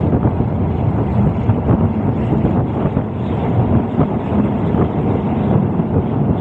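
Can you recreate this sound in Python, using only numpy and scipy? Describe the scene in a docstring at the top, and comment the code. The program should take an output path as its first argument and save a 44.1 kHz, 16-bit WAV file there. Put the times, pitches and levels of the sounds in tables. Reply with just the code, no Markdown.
"""A train rolls steadily through a rail yard, heard at an open carriage window.
From the start the slipstream buffets the microphone, rough track sets the coach booming, and the
wheels roar, hiss and scrape on the rails. Within 0.2 s come the first eddy slaps, faint ticks and jolts.
The wall drone builds over the first second or so; from about 3 s the wheel hiss surges brighter.
Gusts and jolts go on to the end, while the brush of the flanges dies away."""
import sys
import numpy as np
from scipy import signal
from scipy.fft import rfft, irfft
from scipy.io import wavfile
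from scipy.ndimage import uniform_filter1d, minimum_filter1d, map_coordinates

SR = 44100
rng = np.random.default_rng(int(sys.argv[2]) if len(sys.argv) > 2 else 0)


def digitize_waveform(pressure):
    """Quantize a signal to 16-bit integers and store it at the path in sys.argv[1].

    Rows of a 2-D input are taken as channels; values are limited to [-1, 1].
    """
    field = np.atleast_2d(pressure).T
    bounded = np.clip(field, -1, 1)
    quanta = np.round(bounded * 32767).astype(np.int16)
    wavfile.write(sys.argv[1], SR, quanta)


N = 282447
TIME_S = np.arange(N) / SR
FREQS_HZ = np.fft.rfftfreq(N, 1 / SR)


def undb(db):
    """Decibels to gain."""
    return 10 ** (np.asarray(db) / 20)


def unit(x):
    """Scale to rms 1."""
    return x / np.sqrt(np.mean(x ** 2))


def curve(table):
    """Linear interpolation of (t/s, value) rows at every sample."""
    return np.interp(TIME_S, *np.transpose(table))


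def walk(rate_hz):
    """Random drift, rms 1, rolled off above rate_hz."""
    return unit(irfft(rfft(rng.standard_normal(N)) * np.exp(-(FREQS_HZ / rate_hz) ** 2), N))


def kicks(per_s, spread_db):
    """Random impulses: many weak, a few strong."""
    arrives = rng.random(N) < per_s / SR
    sign = rng.choice([-1, 1], N)
    return arrives * sign * undb(spread_db * np.minimum(rng.exponential(size=N), 4))


def colour(x, spectrum):
    """Minimum-phase filter through (f/Hz, level/dB) rows, then a roll-off above the last."""
    hz, db = np.transpose(spectrum)
    gain = undb(np.interp(np.log(FREQS_HZ + 1), np.log(hz), db))
    cepstrum = irfft(np.log(gain), N)
    cepstrum[1:N // 2] *= 2
    cepstrum[N // 2 + 1:] = 0
    rolloff = 1 / (1 + (FREQS_HZ / (2 * hz[-1])) ** 2)
    return irfft(rfft(x) * np.exp(rfft(cepstrum)) * rolloff, N)


def even(x, span_s):
    """Hold running rms near 1 over span_s; finer grain stays."""
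    size = max(int(span_s * SR), 2)
    return x / np.sqrt(uniform_filter1d(uniform_filter1d(x ** 2, size), size) + 1e-18)


def shimmer(x, depth_db, span_hz, span_s):
    """Random level flicker in patches of span_hz by span_s; output rms 1."""
    size, hop = 512, 256
    bands = signal.stft(x, nperseg=size)[2]
    flicker = rng.standard_normal(bands.shape)
    flicker = uniform_filter1d(flicker, max(round(span_hz * size / SR), 1), axis=0)
    flicker = uniform_filter1d(flicker, max(round(span_s * SR / hop), 1), axis=1)
    gain = undb(depth_db * np.minimum(unit(flicker), 2))
    return unit(signal.istft(bands * gain, nperseg=size)[1][:N])


# slipstream between gusts: t/s, level/dB
CALM_FLOW = [(0, -21), (.65, -17.5), (1.95, -21), (2.45, -17), (3.1, -24.5), (3.3, -19.5), (3.64, -17.5),
             (3.87, -26.5), (4.14, -26), (4.7, -18), (4.92, -27.5), (5.25, -18.5), (5.6, -19.5),
             (5.86, -22.5), (6.38, -21)]
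# gusts: t/s, half-width/s, then level/dB of large, middle and small eddies
WINDOW_GUSTS = [(0.059, 0.054, -14.5, -21.5, -34), (0.149, 0.033, -15, -20, -26),
                (0.266, 0.027, -12.5, -22, -23), (0.415, 0.017, -21.5, -21, -34),
                (0.873, 0.016, -15.5, -32, -35), (1, 0.03, -18.5, -19, -32),
                (1.264, 0.049, -14, -26.5, -29), (1.502, 0.016, -13, -33.5, -28),
                (1.699, 0.03, -13, -21, -27.5), (1.733, 0.02, -14.5, -16, -24),
                (1.839, 0.022, -10.5, -25, -26), (2.087, 0.026, -14.5, -23.5, -28.5),
                (2.333, 0.022, -14, -18, -32), (2.457, 0.018, -12, -17, -25),
                (2.588, 0.029, -15, -20, -23.5), (2.777, 0.01, -25, -16.5, -27),
                (2.827, 0.022, -21, -20, -28.5), (2.863, 0.012, -14.5, -28, -23),
                (2.984, 0.018, -17, -27, -24), (3.61, 0.035, -16, -23.5, -29),
                (3.743, 0.059, -12, -23.5, -28), (4.017, 0.026, -13, -18.5, -20.5),
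                (4.15, 0.027, -21, -25, -28.5), (4.33, 0.028, -19, -22.5, -26.5),
                (4.39, 0.024, -12.5, -22.5, -26), (4.469, 0.017, -15.5, -17, -27.5),
                (4.656, 0.047, -20, -26.5, -28), (4.816, 0.04, -13.5, -16.5, -23.5),
                (4.984, 0.04, -16, -24.5, -29.5), (5.086, 0.042, -15, -19.5, -30.5),
                (5.152, 0.019, -20.5, -20.5, -34), (5.527, 0.055, -14, -26.5, -28),
                (5.559, 0.015, -13.5, -16, -27), (5.651, 0.031, -19.5, -26.5, -32),
                (5.795, 0.018, -15.5, -26.5, -35), (5.969, 0.037, -13.5, -21, -31.5),
                (6.153, 0.05, -19, -26.5, -33), (6.299, 0.017, -11.5, -19.5, -32)]
# weight of the deepest eddies as the window's shelter varies: t/s, level/dB
DEEP_EDDY_WEIGHT = [(0, 2), (1.4, 12.5), (2.3, 1.5), (3.1, 1), (3.8, 5.5), (4.8, 0.5), (5.6, -2), (6.4, -1)]
# eddy spectra: f/Hz, level/dB
LARGE_EDDY_SPECTRUM = [(20, -41.5), (30, -22), (45, -20), (62, -7), (88, 3), (115, 4.5), (170, 2),
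                       (250, -2.5), (340, -9.5), (460, -15.5), (560, -21), (740, -23), (1000, -32),
                       (1600, -75)]
MIDDLE_EDDY_SPECTRUM = [(150, -22.5), (270, -1), (350, 0.5), (460, -3.5), (600, -15), (1000, -28.5),
                        (1600, -56.5), (4000, -90.5)]
SMALL_EDDY_SPECTRUM = [(250, -15), (550, 4.5), (750, 3.5), (1100, -4), (1500, -11.5), (2100, -26),
                       (3000, -37), (4500, -56.5), (9000, -89)]

def wind():
    """Air tumbles over the window frame: large eddies boom, middle ones thud, small ones flutter."""
    calm_offsets_db = np.array([[0], [-12], [-17]])  # large, middle, small
    power = undb(curve(CALM_FLOW) + calm_offsets_db) ** 2
    for at_s, width_s, *levels_db in WINDOW_GUSTS:
        near = np.abs(TIME_S - at_s) < 3 * width_s
        swell = np.exp(-2 * ((TIME_S[near] - at_s) / width_s) ** 2)
        power[:, near] += np.outer(undb(levels_db) ** 2, swell)
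    large = colour(kicks(per_s=1500, spread_db=3.5), LARGE_EDDY_SPECTRUM)
    deep = irfft(rfft(large) / (1 + (FREQS_HZ / 100) ** 4), N)
    large = even(large + deep * (undb(curve(DEEP_EDDY_WEIGHT)) - 1), span_s=0.028)
    middle = even(colour(kicks(per_s=1500, spread_db=4.5), MIDDLE_EDDY_SPECTRUM), span_s=0.039)
    # small eddies ride the pressure peaks of large ones
    tearing = undb(4 * np.minimum(np.abs(large), 3) + 2.5 * walk(rate_hz=90))
    small = even(colour(kicks(per_s=3500, spread_db=4.5) * tearing, SMALL_EDDY_SPECTRUM), span_s=0.03)
    return np.sum(np.sqrt(power) * [large, middle, small], axis=0)


def panel(modes):
    """Noise-driven resonances with steep skirts; pitch drifts as the body flexes."""
    power = 0
    for hz, width_hz, db in modes:
        detune = (FREQS_HZ ** 2 - hz ** 2) / (2 * width_hz * (FREQS_HZ + 1))
        power = power + undb(db) ** 2 / (1 + detune ** 2) ** 2
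    ringing = irfft(rfft(rng.standard_normal(N)) * np.sqrt(power), N)
    pitch_ratio = 1 + 0.025 * walk(rate_hz=2.002)
    return map_coordinates(ringing, [np.cumsum(pitch_ratio)], order=1, mode="wrap")


# carriage resonances: f/Hz, width/Hz, relative level/dB
FLOOR_MODES = [(90, 28, -10.5), (114, 9.5, 6), (163, 81, -2)]
WALL_MODES = [(214.5, 25.7, 1), (238, 22, -8), (284, 28, -11.5), (360, 20, -8), (417, 34, -14)]
# wall vibration: t/s, level/dB
WALL_SHAKING = [(0, -36.5), (.6, -31.5), (1.2, -24), (2.3, -23.5), (3.1, -27), (3.7, -23), (4.2, -21.5),
                (4.6, -24), (5.4, -24), (6.4, -21.5)]

def coach():
    """Track roughness sets the floor booming and the walls droning."""
    boom = undb(-29.5) * even(panel(FLOOR_MODES), span_s=0.15)
    drone = undb(curve(WALL_SHAKING)) * even(panel(WALL_MODES), span_s=0.18)
    return boom + drone


# rail roar, tread hiss and its bright edge: f/Hz, level/dB
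RAIL_SPECTRUM = [(150, -9), (330, -3.5), (460, 4.5), (530, -3), (620, 1.5), (730, 2.5), (820, -1),
                 (940, -0.5), (1060, -8.5), (1350, -14), (1700, -21), (2300, -48.5), (4000, -90)]
TREAD_SPECTRUM = [(1000, -5), (1700, -8.5), (2050, 4.5), (2400, -2.5), (2750, -0.5), (3100, -13),
                  (3800, -37), (4500, -34.5), (6000, -60), (12000, -60.5)]
EDGE_SPECTRUM = [(2600, -21.5), (3150, 4), (3450, 5.5), (3850, -3), (4200, -20), (4700, -23.5),
                 (5400, -27.5), (6100, -39.5), (6650, -21), (7750, -21), (8300, -34.5), (9300, -51),
                 (15000, -49)]
# rail roar and bright edge envelopes: t/s, relative level/dB
ROAR_ENVELOPE = [(0, -30.5), (.55, -29.5), (1.0, -27.5), (1.9, -29), (2.55, -27), (2.65, -32.5),
                 (2.75, -26), (3.12, -31.5), (3.4, -25), (3.65, -27.5), (3.87, -28.5), (4.14, -27.5),
                 (4.4, -27.5), (5.4, -26.5), (5.75, -28.5), (6.4, -27)]
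EDGE_ENVELOPE = [(0, -71), (.6, -63), (1.12, -65.5), (1.26, -66.5), (1.42, -62), (1.6, -65.5), (2.12, -65),
                 (2.22, -59), (2.53, -56), (2.63, -62), (2.72, -56), (3.16, -60), (3.27, -47.5),
                 (3.57, -53), (3.82, -59), (3.95, -50.5), (4.13, -60), (4.28, -50.5), (4.48, -56.5),
                 (4.69, -50), (4.8, -56), (5.1, -55), (5.38, -53), (5.49, -44), (5.57, -60.5), (5.85, -58),
                 (5.97, -61.5), (6.1, -54), (6.31, -64), (6.38, -51.5)]
# wheel-rail rubbing, also drives sizzle and scrape: t/s, level/dB re usual
WHEEL_RUB = [(0.0, 0.5), (.2, -8), (.33, -3), (.44, -3.5), (0.64, -3.5), (0.76, 0), (.9, -1), (1.02, -1),
             (1.15, 5), (1.25, -2), (1.42, 3.5), (1.62, -3), (1.7, 2), (1.78, -3.5), (1.9, -0.5),
             (2.12, -1), (2.25, 6.5), (2.33, 2), (2.52, 4), (2.63, -8.5), (2.7, 0.5), (2.92, 1),
             (3.04, -4.5), (3.16, -3), (3.27, 1.5), (3.41, 5), (3.58, 1), (3.86, -2), (3.94, 2),
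             (4.19, -1.5), (4.26, 5), (4.45, 2), (4.55, 2), (4.7, 3.5), (4.9, -0.5), (5.04, 2), (5.46, 2),
             (5.62, -3.5), (5.87, -2), (5.96, -7.5), (6.1, 0), (6.23, -6), (6.38, -3.5)]

def wheels():
    """Rolling contact: rails roar, treads hiss louder as the wheels rub sideways, and a bright edge on the hiss
    swells on its own."""
    load_judder, tread_slip = walk(rate_hz=22), walk(rate_hz=13)
    roar_db = curve(ROAR_ENVELOPE) + 1.5 * load_judder
    hiss_db = -46.5 + 0.77 * curve(WHEEL_RUB) + 0.7 * load_judder
    edge_db = -1.5 + curve(EDGE_ENVELOPE) + 1.5 * tread_slip
    roar = even(colour(rng.standard_normal(N), RAIL_SPECTRUM), span_s=0.046)
    # the contact patch wanders over the tread, shifting the colour
    hiss = colour(kicks(per_s=9000, spread_db=2.5), TREAD_SPECTRUM)
    hiss = shimmer(hiss, depth_db=3.2, span_hz=380, span_s=0.025)
    edge = colour(kicks(per_s=9000, spread_db=2.5), EDGE_SPECTRUM)
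    edge = shimmer(edge, depth_db=4.2, span_hz=450, span_s=0.03)
    return roar * undb(roar_db) + hiss * undb(hiss_db) + edge * undb(edge_db)


# running-gear sizzle: f/Hz, level/dB
GEAR_SPECTRUM = [(3300, -12), (4100, 0), (4600, -6.5), (5000, -4), (5450, -2), (6050, -18), (6700, 0.5),
                 (7250, -8.5), (7700, 3.5), (8300, -12.5), (9200, -28.5), (15000, -24)]

def gear_sizzle(fade_db_per_s=0.75):
    """Steel parts under the carriage sizzle faintly, following the rubbing and slowly fading."""
    hiss = colour(kicks(per_s=3500, spread_db=1.5), GEAR_SPECTRUM)
    level_db = -70 + 1.1 * curve(WHEEL_RUB) - fade_db_per_s * (TIME_S - TIME_S.mean())
    return undb(level_db) * shimmer(hiss, depth_db=7, span_hz=260, span_s=0.023)


def tread_rings(per_s=300, low_hz=1643, high_hz=3411, decay_s=0.0065):
    """Each small slip rings the wheel briefly at a random pitch; output rms 1."""
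    size, tilt_db_per_octave, spread_db = 4096, -4, 3
    out = np.zeros(N + size)
    t = TIME_S[:size]
    envelope = np.exp(-t / decay_s) - np.exp(-2 * t / decay_s)
    for when, pitch, strength in rng.random((int(per_s * N / SR), 3)):
        octaves = pitch * np.log2(high_hz / low_hz)
        db = tilt_db_per_octave * octaves + spread_db * min(-np.log(1 - strength), 2)
        start = int(when * N)
        out[start:start + size] += undb(db) * envelope * np.sin(2 * np.pi * low_hz * 2 ** octaves * t)
    return unit(out[:N])


# flange brushing the rail: f/Hz, level/dB
FLANGE_SPECTRUM = [(2800, -10), (3350, 2.5), (3800, -0.5), (4400, -7.5), (4900, -18.5), (6000, -42)]

def scrape(flange_fade_db_per_s=4.5):
    """Treads ring and flanges brush the rail, both louder with harder rubbing; the brush dies away."""
    treads = undb(-51) * tread_rings()
    brush = colour(kicks(per_s=2500, spread_db=2), FLANGE_SPECTRUM)
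    brush = shimmer(brush, depth_db=6, span_hz=200, span_s=0.025)
    flanges = undb(-58 - flange_fade_db_per_s * TIME_S) * brush
    return (treads + flanges) * undb(curve(WHEEL_RUB))


# tight eddies: t/s, swing level/dB, rasp level/dB
EDDY_SLAPS = [(0.124, -9.5, -18.5), (0.149, -4.5, -23), (0.231, -8.5, -16.5), (0.322, -14.5, -23.5),
              (0.404, -5.5, -25), (1.262, -20, -22), (1.272, -19, -19), (1.497, -25, -17),
              (1.507, -17, -23), (1.685, -19, -20), (1.695, -19, -12.5), (1.711, -10, -13),
              (1.727, -20, -16.5), (1.741, -6.5, -25), (1.81, -13, -16.5), (1.839, -13, -22),
              (2.451, -3.5, -21), (2.576, -13, -24), (2.6, -11.5, -26), (2.808, -14, -21),
              (2.859, -4, -12.5), (2.87, -10, -18), (2.97, -3.5, -13.5), (3.013, -12, -19.5),
              (3.752, -4, -10), (3.803, -16, -16.5), (3.984, -12, -15), (3.996, -0.5, -24),
              (4.007, -15, -18.5), (4.015, -10, -9.5), (4.035, -8.5, -19), (4.746, -2, -13),
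              (4.777, -9, -17), (4.813, -13, -11), (4.824, -14.5, -15), (4.849, -17, -18),
              (5.536, -12, -22.5), (5.561, -7, -26), (5.8, -13, -26), (5.942, -13, -16), (6.31, -13, -27.5)]
# rasp on a slap: f/Hz, level/dB
RASP_SPECTRUM = [(200, 6), (550, 8.5), (1200, -0.5), (1700, -12), (2400, -19.5), (3300, -26), (4500, -44),
                 (9000, -69)]

def eddy_slaps(swing_s=0.0011, rasp_attack_s=0.0012, rasp_decay_s=0.0034, lowpass_hz=3200):
    """A tight eddy crosses the microphone port: one pressure swing with a short tearing rasp."""
    swings, rasp_envelope = np.zeros(N), np.zeros(N)
    for at_s, swing_db, rasp_db in EDDY_SLAPS:
        near = slice(int((at_s - 0.03) * SR), int((at_s + 0.06) * SR))
        t = TIME_S[near] - at_s
        across = t / swing_s
        swings[near] += undb(swing_db) * across * np.exp((1 - across ** 2) / 2)
        rasp_envelope[near] += undb(rasp_db) * np.exp(np.where(t < 0, t / rasp_attack_s, -t / rasp_decay_s))
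    rasp = rasp_envelope * even(colour(rng.standard_normal(N), RASP_SPECTRUM), span_s=0.016)
    return signal.sosfilt(signal.butter(4, lowpass_hz, fs=SR, output="sos"), swings + rasp)


# high ticks: t/s, level/dB re gain_db
HIGH_TICKS = [(0.139, -49), (1.22, -52), (2.0586, -50), (2.298, -52), (2.842, -56), (2.941, -52),
              (3.5587, -51), (4.0005, -48), (4.4, -54), (4.762, -49), (4.7789, -48), (5.4988, -50),
              (5.96, -57), (6.28, -56)]

def ticks(pitch_hz=12000, decay_s=0.0003, gain_db=1):
    """Sparse, tiny ticks, each a damped sine."""
    out, t = np.zeros(N), TIME_S[:256]
    tick = np.exp(-t / decay_s) * np.sin(2 * np.pi * pitch_hz * t)
    for at_s, db in HIGH_TICKS:
        start = int(at_s * SR)
        out[start:start + len(t)] += undb(db + gain_db) * tick
    return out


# track bumps: t/s, half-width/s, f/Hz, level/dB re gain_db
TRACK_JOLTS = [(0.154, 0.031, 279, -17.5), (0.269, 0.036, 116, -8.5), (0.639, 0.033, 85.5, -16),
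               (0.869, 0.031, 112.5, -12.5), (1.181, 0.027, 116, -11.5), (1.2, 0.032, 197.6, -13.5),
               (1.3, 0.037, 152, -17.5), (1.509, .028, 104, -9.5), (1.848, 0.098, 226.3, -20),
               (2.02, 0.078, 214.3, -23), (2.072, .033, 101, -19.5), (2.452, .033, 109, -17),
               (2.478, 0.031, 163, -15), (2.592, .028, 108, -13), (2.862, 0.022, 150, -11.5),
               (3.576, 0.032, 113.5, -12), (3.755, .028, 118, -15), (4.391, 0.092, 207, -14),
               (4.822, .035, 87.5, -10), (5.276, 0.036, 216, -17.5), (5.44, 0.053, 209.4, -16.5),
               (5.54, .033, 157, -10), (5.58, 0.027, 195.7, -11), (5.67, 0.066, 141.6, -17),
               (5.779, 0.03, 173, -16), (5.978, 0.025, 91.6, -16), (6.22, 0.027, 141.3, -11.5)]

def jolts(gain_db=-1):
    """A bump in the track swells one low note of a carriage panel, which soon fades."""
    out = np.zeros(N)
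    for at_s, width_s, hz, db in TRACK_JOLTS:
        t = TIME_S - at_s
        swell = np.exp(-(t / width_s) ** 2)
        out += undb(db + gain_db) * swell * np.sin(2 * np.pi * (hz * t + rng.random()))
    return out


def scene():
    """Wind, carriage and wheels, summed to mono."""
    return (wind() + coach() + wheels() + gear_sizzle() + scrape() + eddy_slaps() + ticks() + jolts())[None]


def record(dry):
    """Microphone chain: fade-in, high-pass, peak limiter, steep low-pass."""
    fade_s, highpass_hz, lowpass_hz = 0.005, 36, 15500
    ceiling, size = 0.85, 256
    faded = dry * np.minimum(TIME_S / fade_s, 1)
    thinned = signal.sosfilt(signal.butter(4, highpass_hz, "high", fs=SR, output="sos"), faded)
    headroom = np.minimum(1, ceiling / (np.abs(thinned) + 1e-9))
    held = minimum_filter1d(headroom, 2 * size)
    gain = uniform_filter1d(uniform_filter1d(held, size), size)
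    return signal.sosfilt(signal.ellip(8, 0.2, 70, lowpass_hz, fs=SR, output="sos"), thinned * gain)


dry = scene()
out = record(dry)
digitize_waveform(out)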